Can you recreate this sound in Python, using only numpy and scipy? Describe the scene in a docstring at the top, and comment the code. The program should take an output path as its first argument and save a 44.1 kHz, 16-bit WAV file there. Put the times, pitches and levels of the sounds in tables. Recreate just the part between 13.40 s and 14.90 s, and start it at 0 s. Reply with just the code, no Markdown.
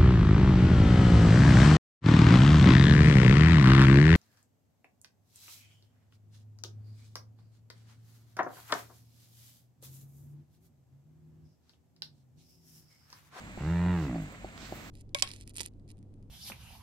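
"""An ostrich gives one low groan in a dry outdoor pen, close to a stereo pair of microphones.
Slow pulses from a valve in its throat boom in the inflated neck, each with a short rasp, and sink to a
slack rattle as the air runs out. Dull knocks repeat evenly, feathers rustle to the right, and feet pad
and scuff on the dry dirt. A steady far rumble, drone and hiss lie underneath."""
import sys
import numpy as np
from scipy import signal
from scipy.fft import rfft, irfft
from scipy.io import wavfile
from scipy.ndimage import uniform_filter1d

SR = 44100
rng = np.random.default_rng(int(sys.argv[2]) if len(sys.argv) > 2 else 0)


def inscribe(sig):
    """Save sig as 16-bit PCM at rate SR to the path in sys.argv[1].

    A 1-D sig is mono; a 2-D sig holds one channel per row.
    Samples are clipped to [-1, 1] before scaling.
    """
    pcm = np.round(np.clip(np.atleast_2d(sig).T, -1, 1) * 32767)
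    wavfile.write(sys.argv[1], SR, pcm.astype(np.int16))


N = 66150
TIME = np.arange(N) / SR
FFT_SIZE = 2 * N
FREQ = np.maximum(np.arange(N + 1) * SR / FFT_SIZE, 1)

GROAN_START_S, GROAN_END_S, GROAN_FADE_S = .2064, .905, .0028
# pulse rate of the throat valve: (time [s], rate [Hz])
GROAN_PITCH = [(.2, 66), (.25, 76), (.298, 83.8), (.335, 85.6), (.38, 85.7), (.415, 87.9), (.47, 88.7),
               (.504, 90.4), (.56, 85.8), (.61, 79), (.658, 70.3), (.706, 62), (.757, 55.6), (.81, 51.5),
               (.9, 45)]
# effort of the call: (time [s], boom level [dB], rasp level [dB])
GROAN_EFFORT = [(.21, -37, -51), (.25, -31.5, -48), (.31, -27, -44.5), (.39, -27, -44), (.5, -25.5, -41.5),
                (.57, -28.5, -43.5), (.63, -31, -48.5), (.69, -34, -50), (.77, -33.5, -53.5),
                (.83, -37, -65), (.89, -49, -86)]
def groan(jitter_s=.000025, spread_db=.5, echo_db=-5):
    """Near the middle of the pair, one pulse train drives the neck's boom and the throat's rasp."""
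    hz = over_time(GROAN_PITCH)
    effort_times, *levels = np.transpose(GROAN_EFFORT)
    boom_db, rasp_db = [np.interp(TIME, effort_times, db) for db in levels]
    cycles = np.cumsum(hz * (TIME >= GROAN_START_S)) / SR
    turns = np.arange(np.interp(GROAN_END_S, TIME, cycles))
    late, loud = rng.standard_normal((2, 128))[:, :len(turns)]
    starts = np.maximum(np.interp(turns, cycles, TIME), GROAN_START_S) + jitter_s * late
    pulses = clicks(starts, from_db(spread_db * loud))
    neck = boom(pulses) * from_db(boom_db) * pan(-.8)
    throat = rasp(pulses, starts) * from_db(rasp_db)
    echo = from_db(echo_db) * pen_echo(highpass(throat, 1000))
    gate = np.clip(np.minimum(TIME - GROAN_START_S, GROAN_END_S - TIME) / GROAN_FADE_S, 0, 1)
    return gate * (neck + lean_right(throat + echo))


# resonances of the neck, taut and slack: (frequency [Hz], gain [dB])
TAUT_NECK_SPECTRUM = [(30, -54), (70, -7), (88, 0), (140, -4), (175, 4.5), (230, -26.5), (268, -17),
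                      (320, -11.5), (355, -18), (440, -18.5), (540, -27), (900, -47.5), (3000, -105.5)]
SLACK_NECK_SPECTRUM = [(30, -56), (55, -5.5), (110, -13.5), (155, 12), (195, -5.5), (228, -4), (285, 3),
                       (350, -13.5), (450, -37.5), (640, -11.5), (850, -27), (1300, -60), (3000, -65)]
def boom(pulses, swell_at_s=.575, swell_width_s=.068, swell_hz=321, swell_db=6):
    """The inflated neck rings with each pulse; an upper resonance swells while the pitch sinks."""
    neck = taut_to_slack(pulses, TAUT_NECK_SPECTRUM, SLACK_NECK_SPECTRUM)
    swell = from_db(swell_db) * np.exp(-((TIME - swell_at_s) / swell_width_s) ** 2)
    upper = signal.lfilter(*signal.iirpeak(swell_hz, Q=2.4, fs=SR), neck)
    return evened(neck + swell * upper)


# the valve opens, flutters, slaps shut and bounces: (delay before sag [cycles], level [dB])
VALVE_SLAPS = [(0, -2), (.14, -8), (.187, 0), (.29, -9)]
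# colour of the rasp, neck taut and slack: (frequency [Hz], gain [dB])
TAUT_RASP_SPECTRUM = [(200, -64), (470, -1), (600, 5), (730, 6.5), (870, 5.5), (1020, 9), (1220, 0.5),
                      (1450, 2.5), (1820, 3), (2100, 1), (2400, -5.5), (2850, -3.5), (3100, -18),
                      (3600, -12.5), (4400, -19.5), (5400, -34), (12000, -44)]
SLACK_RASP_SPECTRUM = [(200, -37), (470, -11), (640, 12.5), (1000, 1), (1350, 0), (1850, 5), (2500, -3.5),
                       (3400, -23), (6000, -30), (12000, -43)]
SAG_FROM_S, SAG_S, SAG_SHARE = .51, .12, .14
SLAP_JITTER_S, SLACK_JITTER_S, SLAP_SPREAD_DB, SLAP_WANDER = .000015, .00025, 1.5, .012
def rasp(pulses, starts, air_db=-11, slack_air_db=10, air_decay_s=.004):
    """Uneven slaps and a bright puff of air in each cycle, looser and breathier as the neck slackens."""
    # past the peak the valve stays open longer in each cycle, so the rasp's resonances sink
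    sag = 1 + SAG_SHARE * np.clip((starts - SAG_FROM_S) / SAG_S, 0, 1)
    span_s = sag / np.interp(starts, *np.transpose(GROAN_PITCH))
    jitter_s = SLAP_JITTER_S + SLACK_JITTER_S * slackness(starts)
    slaps = 0
    for share, db in VALVE_SLAPS:
        late, loud, slow = rng.standard_normal((3, 128))[:, :len(starts)]
        wander = SLAP_WANDER * rms_one(uniform_filter1d(slow, size=9))
        times = starts + share * (1 + wander) * span_s + jitter_s * late
        slaps = slaps + clicks(times, from_db(db + SLAP_SPREAD_DB * loud))
    puffs = signal.lfilter([1], [1, -np.exp(-1 / (air_decay_s * SR))], pulses)
    air = rms_one(highpass(puffs * rng.standard_normal(N), 1400))
    source = rms_one(slaps) + air * from_db(air_db + slack_air_db * slackness(TIME))
    return evened(taut_to_slack(source, TAUT_RASP_SPECTRUM, SLACK_RASP_SPECTRUM))


def slackness(t, from_s=.647, by_s=.701):
    """0 while the neck is taut, 1 once it is slack."""
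    return np.clip((t - from_s) / (by_s - from_s), 0, 1)


def taut_to_slack(x, taut_spectrum, slack_spectrum):
    """The taut neck's colour fades into the slack neck's."""
    slack = slackness(TIME)
    return (1 - slack) * evened(colour(x, taut_spectrum)) + slack * evened(colour(x, slack_spectrum))


def pen_echo(x, t60_s=.08):
    """Short scatter from the ground, fence and birds reaches both microphones."""
    tail = stereo_noise() * from_db(-60 * TIME / t60_s)
    return signal.fftconvolve(x[None], rms_one(tail) / np.sqrt(N), axes=1)[:, :N]


# dull blows: (time [s], level [dB], brightness [dB per octave])
KNOCK_BLOWS = [(0.1748, -33, -3.5), (0.4615, -31, 0.5), (0.7569, -31, -0.5), (1.0451, -32, 0),
               (1.3236, -31, 1)]
# modes of the struck body: (frequency [Hz], gain [dB], t60 [s])
BODY_MODES = [(125, -12, 0.058), (363, -1.5, 0.034), (637, 2, 0.018), (748, -1, 0.029)]
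def knocks(ping_db=-26):
    """Soft blows on a hollow, heavily damped body, each leaving a faint high ring."""
    times, db, brightness = np.transpose(KNOCK_BLOWS)
    body = 0
    for hz, mode_db, t60_s in BODY_MODES:
        tilt_db = brightness * np.log2(hz / BODY_MODES[1][0])
        body = body + ring(clicks(times, from_db(db + mode_db + tilt_db)), hz, t60_s)
    ping = ring(clicks(times, from_db(db + ping_db)), hz=4460, t60_s=.066)
    return (lowpass(body, 800, order=4) + ping) * pan(-1.5)


# steps in the pen: (time [s], level [dB], pitch [Hz])
FOOTFALLS = [(.016, -40.5, 284), (0.095, -40, 315), (0.179, -30.5, 189), (.922, -44, 570),
             (1.229, -38.5, 277), (1.358, -42, 196)]
def footfalls():
    """Padded feet press on the dirt, each with a short low ring, alike in both microphones."""
    steps = sum(ring(clicks([s], from_db(db)), hz, t60_s=.037) for s, db, hz in FOOTFALLS)
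    return lowpass(steps, 600)


# strokes of feathers: (peak time [s], rise [s], fall [s], level [dB])
FEATHER_STROKES = [(.26, 0.073, 0.13, -60.5), (.64, 0.09, 0.04, -56.5), (1.235, 0.057, 0.053, -53),
                   (1.26, 0.0092, 0.01, -63), (1.42, 0.16, 0.15, -57.5)]
# their colour: (frequency [Hz], gain [dB])
FEATHER_SPECTRUM = [(500, -21), (1400, -0.5), (2600, -5), (4000, -1.5), (5500, -6.5), (7800, -10.5),
                    (9300, -27.5), (13000, -21.5), (16000, -27.5)]
def feathers():
    """Feathers rub over each other in soft rustles."""
    return friction(FEATHER_STROKES, FEATHER_SPECTRUM)


# dry snaps: (time [s], level [dB])
SNAPS = [(1.088, -48), (1.178, -37.5)]
# their colour: (frequency [Hz], gain [dB])
SNAP_SPECTRUM = [(200, -13), (1500, 19), (5000, 13.5), (8000, -18), (15000, -15)]
def ticks(decay_s=.00095):
    """Small dry snaps, each a very short burst of noise."""
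    level = sum(from_db(db) * (TIME >= s) * np.exp(-np.abs(TIME - s) / decay_s) for s, db in SNAPS)
    return level * rms_one(colour(stereo_noise(), SNAP_SPECTRUM))


# sprays and scuffs on the pen floor: (peak time [s], rise [s], fall [s], level [dB])
GRIT_SPRAYS = [(.64, 0.088, 0.048, -65.5), (.825, 0.0079, 0.022, -63), (.924, .002, 0.0027, -58),
               (1.3, 0.039, 0.15, -61.5), (1.365, 0.018, 0.011, -61), (1.48, 0.086, .06, -65)]
DIRT_SCUFFS = [(.195, 0.018, 0.022, -48), (.945, 0.014, 0.018, -51), (1.087, 0.014, 0.0042, -51.5),
               (1.235, 0.013, 0.012, -60.5), (1.358, 0.011, 0.012, -62), (1.4, 0.13, 0.095, -55)]
# their colours: (frequency [Hz], gain [dB])
GRIT_SPECTRUM = [(3000, -22), (7000, -9), (10000, -4.5), (13000, 0.5), (16000, 1)]
DIRT_SPECTRUM = [(50, -12), (100, -8), (300, 8), (500, 8), (1300, 1), (2100, 1.5), (2800, -5.5),
                 (6000, -37)]
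def dry_ground():
    """Fine grit sprays with a hiss, and scuffed dirt scrapes lower down."""
    return friction(GRIT_SPRAYS, GRIT_SPECTRUM) + friction(DIRT_SCUFFS, DIRT_SPECTRUM)


def friction(strokes, spectrum, grains_per_s=9000, spread_db=.5):
    """Dense tiny contacts that swell and fade with each stroke."""
    sizes = from_db(spread_db * np.minimum(rng.exponential(1, (2, N)), 6))
    signs = rng.choice([-1, 1], (2, N))
    grains = sizes * signs * (rng.random((2, N)) < grains_per_s / SR)
    level = sum(from_db(db) * np.exp(-((TIME - s) / np.where(TIME < s, rise, fall)) ** 2)
                for s, rise, fall, db in strokes)
    return level * rms_one(colour(microphone_pair(grains), spectrum))


# far noise around the pen: (frequency [Hz], gain [dB])
OUTDOOR_SPECTRUM = [(15, -45), (32, -38.5), (45, 11.5), (62, -17.5), (90, 3), (130, -5.5), (195, -1.5),
                    (290, -8), (400, -15), (680, -14), (1000, -17), (1400, -16.5), (2200, -15),
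                    (3100, -23.5), (4200, -26), (5600, -33), (7700, -23), (9200, -42.5), (13000, -39),
                    (16000, -40.5)]
# its strength at the microphones: (time [s], level [dB])
OUTDOOR_LEVEL = [(0, -46), (.15, -46.5), (.88, -46), (1.0, -48), (1.14, -47.5), (1.25, -46), (1.5, -46)]
def background(drone_hz=45.7, waver_hz=.86, drone_db=-57.5):
    """Far outdoor rumble and hiss, brighter on the right, over a low wavering drone."""
    noise = rms_one(lean_right(colour(stereo_noise(), OUTDOOR_SPECTRUM)))
    waver = np.interp(TIME, np.linspace(0, N / SR, num=10), rng.standard_normal(10))
    drone = rms_one(np.sin(2 * np.pi * np.cumsum(drone_hz + waver_hz * waver) / SR))
    return noise * from_db(over_time(OUTDOOR_LEVEL)) + from_db(drone_db) * drone


# how alike the two microphones sound: (frequency [Hz], likeness [ratio, capped at 1])
MIC_LIKENESS = [(100, 1), (400, 0.5), (900, 1.1), (2000, 0.7), (4000, 0.26)]
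def microphone_pair(pair):
    """Mix two unrelated signals so that they are alike in the bass and apart in the treble."""
    alike = np.clip(over_hz(MIC_LIKENESS), 0, 1)
    mid, side = rfft(pair, FFT_SIZE)
    return irfft(np.sqrt(1 + alike) * mid + np.sqrt(1 - alike) * side * [[1], [-1]])[:, :N]


def stereo_noise():
    """White noise across both microphones."""
    return microphone_pair(rng.standard_normal((2, N)))


# balance of the microphones: (frequency [Hz], left minus right [dB])
MIC_BALANCE = [(100, 0.5), (1000, -2.1), (2500, -3.5), (4500, -3.5), (8000, -7.5), (12000, 2)]
def lean_right(pair):
    """Most of the treble is louder in the right microphone."""
    return irfft(rfft(pair, FFT_SIZE) * from_db(over_hz(MIC_BALANCE) / 2 * [[1], [-1]]))[:, :N]


def from_left(pair, delay_s=.00021):
    """The sound reaches the right microphone a little later."""
    return np.array([pair[0], np.interp(TIME - delay_s, TIME, pair[1])])


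def pan(db):
    """Microphone gains for a level difference, left minus right."""
    return from_db([[db / 2], [-db / 2]])


def from_db(db):
    """Decibels to gain."""
    return 10 ** (np.asarray(db) / 20)


def rms_one(x):
    """Scale to rms 1."""
    return x / np.sqrt(np.mean(x ** 2) + 1e-20)


def evened(x):
    """Hold the level at rms 1 over a few pulses."""
    power = x ** 2
    for _ in range(3):
        power = uniform_filter1d(power, size=1100)
    return x / np.sqrt(np.abs(power) + power.max() / 1000)


def over_time(points):
    """Read a table of (time [s], value) at every sample."""
    return np.interp(TIME, *np.transpose(points))


def over_hz(points):
    """Read a table of (frequency [Hz], value) at every frequency."""
    hz, value = np.transpose(points)
    return np.interp(np.log(FREQ), np.log(hz), value)


def colour(x, spectrum):
    """Causal (minimum-phase) filter with the given spectrum."""
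    cepstrum = irfft(np.log(from_db(over_hz(spectrum))))
    cepstrum[1:N] *= 2
    cepstrum[N + 1:] = 0
    return irfft(rfft(x, FFT_SIZE) * np.exp(rfft(cepstrum)))[..., :N]


def clicks(times, gains):
    """Impulses at the given times, shared between neighbouring samples."""
    out, at = np.zeros(N), np.clip(np.asarray(times) * SR, 0, N - 2)
    np.add.at(out, at.astype(int), gains * (1 - at % 1))
    np.add.at(out, at.astype(int) + 1, gains * (at % 1))
    return out


def ring(x, hz, t60_s):
    """A unit click sets a sine of height 1 ringing."""
    radius, angle = from_db(-60 / (t60_s * SR)), 2 * np.pi * hz / SR
    return signal.lfilter([0, np.sin(angle)], [1, -2 * radius * np.cos(angle), radius ** 2], x + 1e-18)


def highpass(x, hz):
    """Keep the treble."""
    return signal.sosfilt(signal.butter(2, hz, "high", fs=SR, output="sos"), x)


def lowpass(x, hz, order=2):
    """Keep the bass."""
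    return signal.sosfilt(signal.butter(order, hz, fs=SR, output="sos"), x)


def scene():
    """The groan in front, the birds' movements around it; knocks and far noise arrive left first."""
    on_right = (feathers() + ticks()) * pan(-8.5)
    underfoot = dry_ground() + footfalls()
    left_first = from_left(background() + knocks())
    return groan() + on_right + underfoot + left_first


def record(dry, cutoff_hz=15750):
    """Both channels lose the very top in a steep cut."""
    return irfft(rfft(dry, FFT_SIZE) / np.sqrt(1 + (FREQ / cutoff_hz) ** 400))[:, :N]


dry = scene()
out = record(dry)
inscribe(out)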